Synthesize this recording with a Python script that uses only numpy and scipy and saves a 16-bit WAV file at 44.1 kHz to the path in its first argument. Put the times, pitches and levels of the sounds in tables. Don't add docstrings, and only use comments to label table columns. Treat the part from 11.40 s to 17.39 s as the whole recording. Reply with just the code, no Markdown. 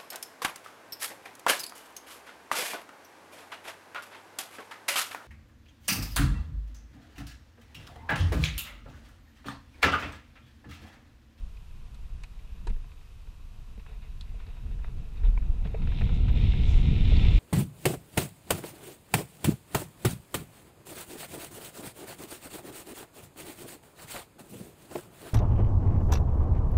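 import sys
import numpy as np
from scipy import signal
from scipy.fft import rfft, irfft
from scipy.io import wavfile
from scipy.ndimage import uniform_filter1d

SR = 44100
rng = np.random.default_rng(int(sys.argv[2]) if len(sys.argv) > 2 else 0)


def wav_out(sig):
    wavfile.write(sys.argv[1], SR, np.round(np.clip(np.atleast_2d(sig).T, -1, 1) * 32767).astype(np.int16))


def natural_amplitude(level_db):
    exponent = np.asarray(level_db, float) / 20
    return 10 ** exponent


N = 264159
T_S = np.arange(N) / SR
HZ = np.fft.rfftfreq(N, 1 / SR)
CALM_DB = -54

# time in seconds, level in dB.
AIR_SPEED = [(0.0, -47.5), (.15, -54.5), (.68, -48.5), (.97, -54), (1.27, -48), (1.55, -56.5), (2.2, -53.5),
             (2.7, -51), (3.15, -49.5), (3.25, -42), (3.79, -42), (4.0, -36), (4.15, -39.5), (4.55, -31.5),
             (4.72, -28), (4.97, -27.5), (5.55, -25), (5.99, -22.5)]
# time in seconds, level in dB.
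PORT_STREAM = [(.03, -71), (.25, -72), (.8, -68.5), (1.25, -68.5), (1.4, -70), (2.15, -72.5), (2.4, -68.5),
               (4.2, -66.5), (4.44, -60), (4.53, -51), (4.74, -50.5), (4.8, -54), (4.92, -54.5),
               (4.97, -46), (5.35, -47), (5.4, -48), (5.62, -45.5), (5.7, -42)]
# peak in seconds, tyre swell in dB, port swell in dB, fall in seconds.
BUMPS = [(.01, 5, 3, 0.03), (.84, 3, 0, .05), (1.3, 17.5, 9, 0.054), (2.3, 3, 0, .1),
         (2.5, 12.5, 6.5, 0.11), (2.63, 10, 7, 0.063), (2.82, -10, 3, 0.017), (2.88, 6, 6, .05),
         (3.0, 8, 8.5, 0.064), (3.08, 11.5, 3, 0.048), (3.17, 8, 5, 0.035), (3.32, -2, 8.5, 0.032),
         (3.45, 3, 6.5, 0.088), (3.77, 1, 6.5, 0.057), (3.85, 10.5, 12, 0.062), (3.97, -11, 3.5, .07),
         (4.25, 9.5, 11.5, 0.044), (4.35, 1, -1, 0.032), (4.42, 8, 2, .03), (4.62, 7, -4, 0.022),
         (4.67, 0.5, -0.5, 0.082), (4.89, -8, 8, .03), (5.35, 4.5, 0, 0.12)]
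# centre in Hz, width in Hz, level in dB.
SHELL_MODES = [(442.3, 33, 5.5), (728, 111, -1), (965, 64, -1.5), (1347, 184, -8)]
# centre in Hz, width in Hz, level in dB.
CALM_PORT_MODES = [(2530, 250, -2.5), (3890, 110, -5), (1840, 860, -8.5)]


def unit(x):
    return x / np.sqrt(np.mean(x ** 2))


def curve(table):
    s, db = np.transpose(table)
    return np.interp(T_S, s, db)


def swells(table):
    rise_share, out = 0.35, 0
    for s, *db, fall_s in table:
        shape = np.interp(T_S, [s - rise_share * fall_s, s, s + fall_s], [0, 1, 0])
        out = out + np.outer(db, shape)
    return out


def colour(x, points):
    hz, db = np.transpose(points)
    gain = natural_amplitude(np.interp(np.log(HZ + 1), np.log(hz), db))
    return unit(irfft(rfft(x) * gain, N))


def noise(points):
    return colour(rng.standard_normal(N), points)


def band(x, low_hz, high_hz):
    return signal.sosfilt(signal.butter(3, (low_hz, high_hz), "band", fs=SR, output="sos"), x)


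def ring(x, hz, width_hz):
    return signal.lfilter(*signal.iirpeak(hz, hz / width_hz, SR), x)


def body(x, modes):
    out = 0
    for k, (hz, width_hz, db) in enumerate(modes):
        out = out + (-1) ** k * natural_amplitude(db) * ring(x, hz, width_hz)
    return unit(out)


def walk(rate_hz):
    hold = int(SR / rate_hz)
    steps = np.repeat(rng.standard_normal(N // hold + 1), hold)
    return 1.22 * uniform_filter1d(uniform_filter1d(steps, hold), hold)[:N]


def grit(rate_hz, scatter_db, share):
    size = np.minimum(rng.exponential(size=N), 3)
    hits = rng.random(N) < rate_hz / SR
    stones = hits * natural_amplitude(scatter_db * size) * np.sign(rng.standard_normal(N))
    return rng.standard_normal(N) + np.clip(share, 0, .6) * unit(stones)


def rattle(samples, length_s):
    x = rng.standard_normal(samples)
    t = np.arange(samples) / SR
    decay = np.exp(-t / np.clip(length_s, .0015, .02)) + 0.049 * np.exp(-t / 0.023)
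    return x * (1 - np.exp(-t / 0.0012)) * decay


def add(out, s, x, peak_db):
    i = int(s * SR)
    out[i:i + len(x)] += natural_amplitude(peak_db) * x[:N - i] / np.abs(x).max()


def wind():
    # peak in seconds, swell in dB, fall in seconds.
    gusts = [(0.01, 7, .12), (.65, 5.5, 0.033), (.75, 10.5, 0.059), (1.12, 0, 0.071), (1.3, 11.5, 0.15),
             (1.63, -5.5, 0.14), (2.52, 4, 0.072), (2.75, 7, 0.046), (2.9, 4, 0.24), (3.3, 9.5, 0.039),
             (3.42, 5.5, 0.047), (3.64, -1, 0.048), (3.85, 15.5, 0.21), (4.1, 9, 0.18), (4.3, -6, 0.072),
             (4.64, 9, 0.048), (4.9, 6.5, 0.027), (5.37, 10, 0.08), (5.49, -16, 0.17), (5.64, 3, 0.047),
             (5.9, 3, 0.13)]
    # frequency in Hz, density in dB per Hz.
    buffet_spectrum = [(4, -14.5), (10, 6.5), (22, 17), (38, 16.5), (60, 5), (90, -12), (200, -58.5),
                       (600, -100)]
    # frequency in Hz, density in dB per Hz.
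    eddy_spectrum = [(30, -8), (60, 2.5), (110, -7), (170, -13.5), (250, -23), (400, -34), (800, -54),
                     (2000, -85)]
    air_db = curve(AIR_SPEED)
    buffet_db = -42 + 0.6807 * (air_db - CALM_DB) + swells(gusts)[0]
    slow = noise(buffet_spectrum)
    slow = slow / (uniform_filter1d(slow ** 2, size=6000) + .05) ** 0.58
    eddies = noise(eddy_spectrum) * natural_amplitude(1.52 * walk(18))
    push = unit(slow) + natural_amplitude(air_db + 3.5 - buffet_db) * eddies
    push = push + 0.032 * (push ** 2 - uniform_filter1d(push ** 2, size=4000))
    return natural_amplitude(buffet_db) * push


def housed_grit(scatter_db, share):
    # frequency in Hz, gain in dB.
    housing = [(100, -19), (300, 2.5), (4100, 1), (4600, -4.5), (6000, -9.5), (9000, -8), (13000, -24),
               (14000, -59)]
    return colour(grit(390, scatter_db, share), housing)


def tyres(shake):
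    tyre_db = -69.5 + 0.7506 * (curve(AIR_SPEED) - CALM_DB) + swells(BUMPS)[0]
    return body(housed_grit(5, 0.67), SHELL_MODES) * natural_amplitude(tyre_db - 4.0 + 1.76 * shake)


def port_rush(shake):
    # centre in Hz, width in Hz, level in dB.
    fast_modes = [(2230, 530, -0.5), (2840, 600, 0.5), (3640, 434, 0.5), (5500, 640, -13)]
    rush_db = curve(PORT_STREAM) + swells(BUMPS)[1]
    fast = np.clip((rush_db + 66.5) / 8, 0, 1)
    air = housed_grit(7, 0.51)
    port = np.sqrt(1 - fast) * body(air, CALM_PORT_MODES) + np.sqrt(fast) * body(air, fast_modes)
    flutter_db = (1 - 0.68 * fast) * (0.94 * shake + 1.0 * walk(30))
    return port * natural_amplitude(rush_db - .5 + flutter_db)


def brush():
    # peak in seconds, swell in dB, fall in seconds.
    leaves = [
        (4.6, 8, .1),
        (4.75, 10, .1),
        (4.885, 18, .03),
        (5.3, 12.5, 0.26),
    ]
    # frequency in Hz, density in dB per Hz.
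    brush_spectrum = [(3000, -14.5), (5000, -1.5), (7500, -4.5), (8200, -10.5), (10500, -16.5),
                      (12700, -22), (13200, -48), (14000, -74)]
    brush_db = -73.5 + 1.52 * (curve(PORT_STREAM) + 50) + swells(leaves)[0]
    return colour(grit(350, 1, 0.37), brush_spectrum) * natural_amplitude(brush_db - 2.0 + 1.2 * walk(20))


def ride():
    shake = walk(14)
    return tyres(shake) + port_rush(shake) + brush()


def knock_set(out, table, mix_db, varies):
    # low edge in Hz, high edge in Hz.
    part_bands = [(806, 1850), (344, 693), (1890, 2660), (3300, 4680)]
    names = ("mount", "shell", "port", "latch")
    for s, peak_db, relative_db, length_s in table:
        scrape = rattle(4096, length_s)
        rung = 0
        for hz, width_hz, db in [*SHELL_MODES, *CALM_PORT_MODES]:
            rung = rung + natural_amplitude(db) * ring(scrape, hz, 2.1 * width_hz)
        scrape = scrape + 4 * rung
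        for (low_hz, high_hz), part_db, name in zip(part_bands, mix_db, names):
            level_db = peak_db + part_db + relative_db * (name == varies)
            add(out, s - .001, band(scrape, low_hz, high_hz), level_db)


def knocks():
    # start in seconds, peak in dB, shell relative level in dB, rattle in seconds.
    mount_knocks = [(1.271, -37.5, -6, .0028), (1.275, -36.5, -7, .004), (1.296, -49, -11, 0.011),
                    (1.363, -51, 0, 0.0026), (1.442, -50, -7, .004), (1.609, -53, -10, .004),
                    (1.872, -50, -4, .0032), (2.463, -40.5, -13, 0.0027), (3.0, -44, -16, .0035),
                    (3.063, -48.5, -6, .0046), (3.264, -51, -10, .004), (3.445, -36.5, -7, 0.00088),
                    (3.481, -49, -14, 0.0058), (3.834, -43, -10, 0.0044), (3.975, -36.5, -7, 0.0019),
                    (4.023, -45.5, -7, 0.0045), (4.251, -39, -6, 0.006), (4.473, -34.5, -12, 0.0015),
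                    (4.518, -37.5, -12, 0.0057), (4.61, -33, -1.5, .0034), (4.666, -40, -6, 0.0027),
                    (4.692, -34.5, -3, 0.005), (4.726, -45, -5, .0046), (4.881, -34.5, -20, .0061),
                    (4.899, -41, -1, 0.0046), (5.135, -36.5, 1, 0.0031)]
    # start in seconds, peak in dB, mount relative level in dB, rattle in seconds.
    shell_thumps = [
        (2.377, -48, -13, 0.0015),
        (2.941, -48, -20.5, 0.015),
        (3.309, -49.5, -3, .0048),
        (3.39, -55, 6, 0.0066),
        (3.859, -48, -3, .005),
        (4.344, -34.5, -12, .0053),
        (4.616, -37, -2, .0023),
        (5.719, -31, -14, 0.0042),
    ]
    # start in seconds, peak in dB, mount relative level in dB, rattle in seconds.
    port_clicks = [(.17, -50.5, -11, 0.0023), (.836, -40, -1, 0.0051), (.993, -51, -9, 0.0032),
                   (1.299, -47, 0, 0.0054), (1.517, -51.5, 0, 0.0037), (2.396, -50.5, 0, 0.0056),
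                   (2.631, -60, -4, 0.0039), (3.771, -52, -1, 0.003), (4.418, -45.5, -5, .0073),
                   (4.474, -40, -6, 0.0018), (4.587, -38.5, -4, .0035), (4.617, -36, -3, .0025),
                   (5.552, -39, -6, .0057)]
    # start in seconds, peak in dB, mount relative level in dB, rattle in seconds.
    latch_ticks = [
        (.545, -56, -3, 0.0049),
        (1.271, -44.5, -16, 0.0046),
        (2.81, -38, -17, 0.0025),
        (3.067, -53, -1, .003),
        (5.768, -33.5, -15, 0.0018),
    ]
    # start in seconds, peak in dB, length in seconds.
    snaps = [
        (0.5437, -50.5, 0.0058),
        (0.835, -42.5, 0.0036),
        (1.27, -41, 0.007),
        (1.2964, -52, 0.004),
        (2.809, -47, 0.0052),
        (4.5894, -56, 0.004),
        (4.866, -61, 0.0044),
    ]
    out = np.zeros(N)
    knock_set(out, mount_knocks, (-4.5, -3.5, -9, -26), "shell")
    knock_set(out, shell_thumps, (-3.5, -2, -10.5, -26), "mount")
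    knock_set(out, port_clicks, (-5.5, -31, -1.5, -8.5), "mount")
    knock_set(out, latch_ticks, (2, -32, -18, 0.5), "mount")
    for s, peak_db, length_s in snaps:
        add(out, s - .001, band(rattle(2048, length_s), 3900, 9400), peak_db - 4.5)
    return out


def jolts():
    # start in seconds, peak in dB, frequency in Hz, 60 dB decay in seconds.
    swings = [(1.268, -39, 362, 0.03), (1.271, -38.5, 940, 0.043), (1.285, -27, 22.34, 0.41),
              (1.3, -40.5, 203, 0.13), (2.377, -43, 200, 0.042), (3.444, -47.5, 2000, .02),
              (4.4, -32, 22.5, 0.4), (3.975, -40.5, 956, 0.022), (3.976, -36, 2300, 0.013),
              (4.251, -31.5, 177, 0.053), (4.342, -33.5, 445, 0.072), (4.343, -35, 590, 0.026),
              (4.599, -19, 33.2, 0.25), (5.5, -21, 36.5, 0.15), (5.884, -13.5, 54.1, 0.32)]
    # start in seconds, peak in dB.
    grit_ticks = [(4.2078, -75), (4.2218, -69), (4.2353, -60), (4.2961, -71), (4.3141, -63), (4.3979, -72),
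                  (4.4562, -68), (4.5979, -65), (4.764, -68), (4.8089, -62), (4.9207, -48), (5.003, -69)]
    out, t = np.zeros(N), np.arange(N // 12) / SR
    for s, peak_db, hz, t60_s in swings:
        envelope = (1 - np.exp(-t * hz)) * 1000 ** (-t / t60_s)
        add(out, s, -np.sin(2 * np.pi * hz * t) * envelope, peak_db)
    for s, peak_db in grit_ticks:
        add(out, s, band(rattle(512, .002), 13400, 15000), peak_db - 5.5)
    return out


def hiss():
    # frequency in Hz, density in dB per Hz.
    hiss_spectrum = [(180, -26.5), (300, 1), (431, -5), (836, -4.5), (1040, 0), (1780, -9.5), (2640, -5.5),
                     (12700, -20)]
    return natural_amplitude(-65) * noise([*hiss_spectrum, (13000, -48)])


def top_hiss():
    # start in seconds, length in seconds.
    gaps = [(0.0, .08), (.44, .03), (.585, .015), (.72, 0.098), (1.404, .05), (2.34, .025), (2.935, .03),
            (3.02, .02), (3.248, .015), (3.37, .04), (3.58, .04), (3.8, .03), (3.86, .025), (4.14, .07),
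            (5.1, .04)]
    top = noise([(12600, -52.0), (12850, 3), (14800, -5.5), (15200, -5.0), (15400, -57)])
    all_lost = sum(1. * ((T_S > s) & (T_S < s + length_s)) for s, length_s in gaps)
    all_lost = uniform_filter1d(all_lost, size=200)
    rarity = 2.0 - np.clip(.4 * (curve(AIR_SPEED) + 41), 0, 1.5)
    out = 0
    for low_hz in np.arange(12500, 15500, 600):
        patches = np.clip(4 * (walk(45) - rarity), 0, 1)
        lost = np.clip(all_lost + patches, 0, 1)
        out = out + band(top, low_hz, low_hz + 600) * natural_amplitude(-23 * lost + 1.2 * walk(60))
    return natural_amplitude(-81.5) * out


def scene():
    return (wind() + ride() + knocks() + jolts() + hiss() + top_hiss())[None]


def top_cut(x):
    return signal.sosfilt(signal.butter(12, 15550, fs=SR, output="sos"), x)


def record(dry):
    dry = signal.sosfilt(signal.butter(2, 13, "high", fs=SR, output="sos"), dry)
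    left_s = (N - np.arange(N)) / SR
    ease = np.clip(.7 + left_s / .02, 0, 1)
    return top_cut(dry * ease)


dry = scene()
out = record(dry)
wav_out(out)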